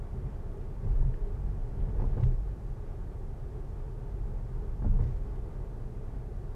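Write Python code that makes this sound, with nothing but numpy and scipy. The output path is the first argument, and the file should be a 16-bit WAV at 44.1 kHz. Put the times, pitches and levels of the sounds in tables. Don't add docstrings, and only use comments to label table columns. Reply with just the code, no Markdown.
import sys
import numpy as np
from scipy import signal
from scipy.fft import rfft, irfft, next_fast_len
from scipy.io import wavfile
from scipy.ndimage import uniform_filter1d, map_coordinates

SR = 44100
rng = np.random.default_rng(int(sys.argv[2]) if len(sys.argv) > 2 else 0)


def transcribe(u):
    v = np.clip(np.atleast_2d(u).T, -1, 1)
    q = np.round(v * 32767).astype(np.int16)
    wavfile.write(sys.argv[1], SR, q)


N = 288855

# (frequency [Hz], relative density [dB])
HISS_SPECTRUM = [(300, -9), (3000, -2), (5000, -1.5), (8000, -4), (11000, -6), (13500, -10), (15600, -16)]
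# (time [s], relative level [dB], low edge [Hz], high edge [Hz], t60 [s])
TRIM_TICKS = [(0.572, -67, 6600, 7900, .025), (1.1398, -42.5, 850, 1900, .017),
              (1.802, -64, 1400, 3200, .13), (1.891, -55, 900, 2100, .07), (2.233, -47, 900, 3200, .045),
              (2.237, -64.5, 2000, 7500, .2), (5.004, -54, 1100, 1900, .03)]
# (frequency [Hz], relative density [dB])
CHAFE_SPECTRUM = [(600, -22), (1800, 3), (3300, -7.5), (5500, -8.5), (12000, -27)]
# (frequency [Hz], relative level [dB], t60 [s])
ARCH_MODES = [(251, -5, 0.059), (330, -5, 0.029), (417, -3, .05), (480, -8, 0.026), (567, -2.5, 0.029),
              (707, -3, 0.02), (897, -1.5, 0.042), (1215, -12.5, 0.031), (1660, -24, 0.03)]
# (time [s], level [dB], brightness [dB/octave])
EDGE_KNOCKS = [(0.843, -47, -5), (1.024, -44, 2), (1.995, -37, 4), (2.019, -36.5, -3), (2.040, -38, -6),
               (2.169, -40.5, 0), (2.184, -42.5, -3.5), (2.203, -43.5, -5), (4.793, -48, 4),
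               (4.818, -43, -1), (4.844, -39.5, -5), (4.861, -45, -10), (4.989, -38.5, -2),
               (5.022, -44.5, -7)]
# (frequency [Hz], relative density [dB])
SLAP_SPECTRUM = [(150, -22), (300, 4.5), (450, 9.5), (640, -3), (780, 0.5), (920, -3), (1060, -2.5),
                 (1250, -12), (1600, -12), (2500, -33), (5000, -44), (12000, -60.5)]
# (time [s], boom [dB], tyre ring [dB], hop [s],
# landing boom [dB], landing ring [dB], scuff [dB], trim rustle [dB])
AXLE_CROSSINGS = [(0.830, -24, -32, 0.026, -22.5, -39, -52, -82),
                  (1.003, -22, -35, 0.054, -17.5, -48, -50.5, -95),
                  (1.991, -33, -34, 0.03, -30, -29, -45.5, -76.5),
                  (2.166, -22, -28.5, 0.060, -11.5, -35, -44, -77.5),
                  (4.815, -29.5, -23, 0.045, -23.5, -22, -45.5, -89),
                  (4.987, -27.5, -33.5, 0.064, -21, -40, -47, -75.5)]
# (time [s], relative tyre level [dB])
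ASPHALT_GRIT = [(0.0, -56.5), (1.6, -57), (2.13, -54), (2.32, -58), (5.0, -57), (6.55, -57.5)]
# (frequency [Hz], relative density [dB])
TREAD_SPECTRUM = [(120, -21.5), (250, 0), (320, -5), (540, -5), (690, -8.5), (800, -8.5), (930, -8.5),
                  (1030, -16), (1120, -12.5), (1330, -19.5), (1500, -19), (1950, -24.5), (2300, -28.5),
                  (3200, -35), (12000, -74.5)]
# (frequency [Hz], half-width at -6 dB [Hz], relative level [dB])
BELT_MODES = [(371, 40, -5), (407.5, 5.4, 0.5), (439, 12.6, -3)]
# (frequency [Hz], half-width at -6 dB [Hz], relative level [dB])
BODY_MODES = [(28.47, 3.9, 1.5), (35.1, 10, -6), (47.27, 4.4, -2.5)]
# (frequency [Hz], half-width at -6 dB [Hz], relative level [dB])
CABIN_MODES = [(75.4, 21.5, 0.5), (91.3, 15.4, -2), (123.7, 21.2, 1.5), (178.4, 10.3, -13),
               (201.9, 20.6, -10.5), (268, 21, -21.5)]
# (start [s], length [s], extra shake [dB], extra boom [dB])
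ROUGH_PATCHES = [(0.1, 0.18, -0.5, 5), (0.885, 0.23, 10.5, 2.5), (1.298, 0.26, 6, 4), (1.71, 0.6, 8, 6.5),
                 (4.054, 0.79, 3.5, 1.5), (4.807, 0.24, 10.5, 9)]

SHAKE_DB, BOOM_DB = -37.5, -42.5
BUILD_S, BODY_SETTLE_S, CABIN_SETTLE_S = 0.033, 0.17, 0.047
KICK_DB = -31.5
TOP_HZ = 15700


def amp(db):
    return 10 ** (np.asarray(db) / 20)


def unit(x):
    return x / np.sqrt(np.mean(x ** 2) + 1e-20)


def along(points, hz):
    f, v = np.transpose(points)
    return np.interp(np.log(hz + 1), np.log(f + 1), v)


def curves(rows):
    times_s, *columns = np.transpose(rows)
    return [np.interp(np.arange(N) / SR, times_s, column) for column in columns]


def wobble(rate_hz):
    knots = rng.standard_normal(int(N * rate_hz / SR) + 4)
    return map_coordinates(knots, [np.arange(N) * rate_hz / SR])


def filtered(x, response):
    m = next_fast_len(N + SR // 2)
    hz = np.fft.rfftfreq(m, 1 / SR)
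    return irfft(rfft(x, m) * response(hz), m)[..., :N]


def coloured(spectrum):
    return unit(filtered(rng.standard_normal(N), lambda hz: amp(along(spectrum, hz))))


def band(lo_hz, hi_hz):
    def edges(f):
        low_cut = 1 + (f / lo_hz) ** 8
        high_cut = 1 + (f / hi_hz) ** 10
        return (f / lo_hz) ** 4 / np.sqrt(low_cut * high_cut)
    return unit(filtered(rng.standard_normal(N), edges))


def resonant(modes):
    def response(f):
        power = sum(amp(2 * db) / (1 + ((f - hz) / width_hz) ** 2) ** 2 for hz, width_hz, db in modes)
        return np.sqrt(power)
    return unit(filtered(rng.standard_normal(N), response))


def sustained(x, size):
    power = uniform_filter1d(uniform_filter1d(x ** 2, size), size)
    return x / np.sqrt(np.abs(power) + 1e-9)


def blow(start_s, rise_s, t60_s):
    t = np.maximum(np.arange(N) / SR - start_s, 0)
    decay = amp(-60 * np.minimum(t / t60_s, 2)) * (t < 2 * t60_s)
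    shape = (1 - np.exp(-t / rise_s)) * decay
    return shape / (shape.max() + 1e-12)


def hiss(level_db):
    return amp(level_db) * coloured(HISS_SPECTRUM)


def glass_echoes(x, echo_db, t60_s):
    t = np.arange(SR // 8) / SR
    tail = rng.standard_normal(len(t)) * amp(-60 * t / t60_s) * (t > .001)
    echoes = signal.fftconvolve(x, tail / np.linalg.norm(tail))[:N]
    return x + amp(echo_db) * filtered(echoes, lambda hz: hz ** 4 / (hz ** 4 + 600 ** 4))


def chafe(level_db, grain_db, rise_s, t60_s):
    shaking = sum(amp(rustle_db + level_db) * blow(s, rise_s, t60_s)
                  for s, *_, rustle_db in AXLE_CROSSINGS)
    grains = amp(grain_db * np.tanh(wobble(130)))
    return shaking * grains * coloured(CHAFE_SPECTRUM)


def trim(level_db, rise_s):
    return sum(amp(db + level_db) * blow(s, rise_s, t60_s) * band(lo_hz, hi_hz)
               for s, db, lo_hz, hi_hz, t60_s in TRIM_TICKS)


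def knocks(rise_s, scatter_db, pivot_hz, detune):
    out, t = np.zeros(N + SR), np.arange(SR // 8) / SR
    hz, mode_db, t60_s = np.transpose(ARCH_MODES)[:, :, None]
    for s, db, brightness in EDGE_KNOCKS:
        tilt_db = brightness * np.log2(hz / pivot_hz)
        level_db = db + mode_db + tilt_db + scatter_db * rng.standard_normal(hz.shape)
        pitch_hz = hz * (1 + detune * rng.standard_normal(hz.shape))
        tone = np.sin(2 * np.pi * (pitch_hz * t + rng.random(hz.shape)))
        ring = amp(level_db - 60 * t / t60_s) * tone
        out[round(s * SR):][:len(t)] += ring.sum(axis=0) * (1 - np.exp(-t / rise_s))
    return out[:N]


def slaps(level_db, rise_s, t60_s, rough_db):
    contact = sum(amp(scuff_db + level_db) * blow(s, rise_s, t60_s)
                  for s, *_, scuff_db, _ in AXLE_CROSSINGS)
    roughness = amp(rough_db * np.tanh(wobble(140)))
    return contact * unit(roughness * coloured(SLAP_SPECTRUM))


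def wheel_blows():
    rows = []
    for s, boom_db, ring_db, hop_s, landing_boom_db, landing_ring_db, *_ in AXLE_CROSSINGS:
        rows += [(s, boom_db, ring_db), (s + hop_s, landing_boom_db, landing_ring_db)]
    return rows


def thuds(boom_offset_db, ring_offset_db, damping, rise_s):
    out, t = np.zeros(N + SR), np.arange(SR // 2) / SR
    modes, blows = BODY_MODES + CABIN_MODES, wheel_blows()
    phases = rng.uniform(0, 2 * np.pi, (len(blows), len(modes)))
    for (s, boom_db, ring_db), blow_phases in zip(blows, phases):
        # (frequency [Hz], force [dB])
        force = [(45, KICK_DB), (120, boom_db + boom_offset_db), (200, ring_db + ring_offset_db)]
        for (hz, width_hz, db), phase in zip(modes, blow_phases):
            fade = np.exp(-damping * width_hz * t) * (1 - np.exp(-t / rise_s))
            tone = np.sin(2 * np.pi * hz * t + phase)
            out[round(s * SR):][:len(t)] += amp(db + along(force, hz)) * fade * tone
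    return out[:N]


def tyres(roar_db, belt_db, flutter_db, waver_db):
    grit_db = curves(ASPHALT_GRIT)[0] + flutter_db * wobble(22)
    tread = coloured(TREAD_SPECTRUM)
    belt = unit(amp(waver_db * wobble(9)) * resonant(BELT_MODES))
    return amp(grit_db) * (amp(roar_db) * tread + amp(belt_db) * belt)


def unevenness(settle_s):
    t = np.arange(N) / SR
    extra_db = np.zeros((2, N))
    for s, length_s, *gain_db in ROUGH_PATCHES:
        attack = 1 - np.exp(-np.maximum(t - s, 0) / BUILD_S)
        release = np.exp(-np.maximum(t - s - length_s, 0) / settle_s)
        extra_db = np.maximum(extra_db, np.outer(gain_db, attack * release))
    return extra_db


def rumble():
    shake_db = SHAKE_DB + unevenness(BODY_SETTLE_S)[0]
    boom_db = BOOM_DB + unevenness(CABIN_SETTLE_S)[1]
    body = amp(shake_db) * sustained(resonant(BODY_MODES), size=SR // 7)
    cabin = amp(boom_db) * sustained(resonant(CABIN_MODES), size=SR // 8)
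    return body + cabin


def scene():
    fittings = trim(level_db=-6.5, rise_s=0.00068)
    fittings = fittings + chafe(level_db=4.5, grain_db=6, rise_s=0.099, t60_s=0.51)
    edges = slaps(level_db=-1.5, rise_s=0.0093, t60_s=0.25, rough_db=2.5)
    edges = edges + knocks(rise_s=0.0016, scatter_db=2.0, pivot_hz=704, detune=0.048)
    thud = thuds(boom_offset_db=-3, ring_offset_db=3.5, damping=1.42, rise_s=0.013)
    road = tyres(roar_db=3.0, belt_db=3.5, flutter_db=0.69, waver_db=1.6)
    inside = glass_echoes(road + edges + fittings, echo_db=-15, t60_s=.14)
    return (rumble() + thud + inside + hiss(level_db=-75.0))[None]


def record(dry, low_hz=19):
    def response(hz):
        return (hz < TOP_HZ) * hz ** 4 / np.sqrt(hz ** 8 + low_hz ** 8)
    return filtered(dry, response)


dry = scene()
out = record(dry)
transcribe(out)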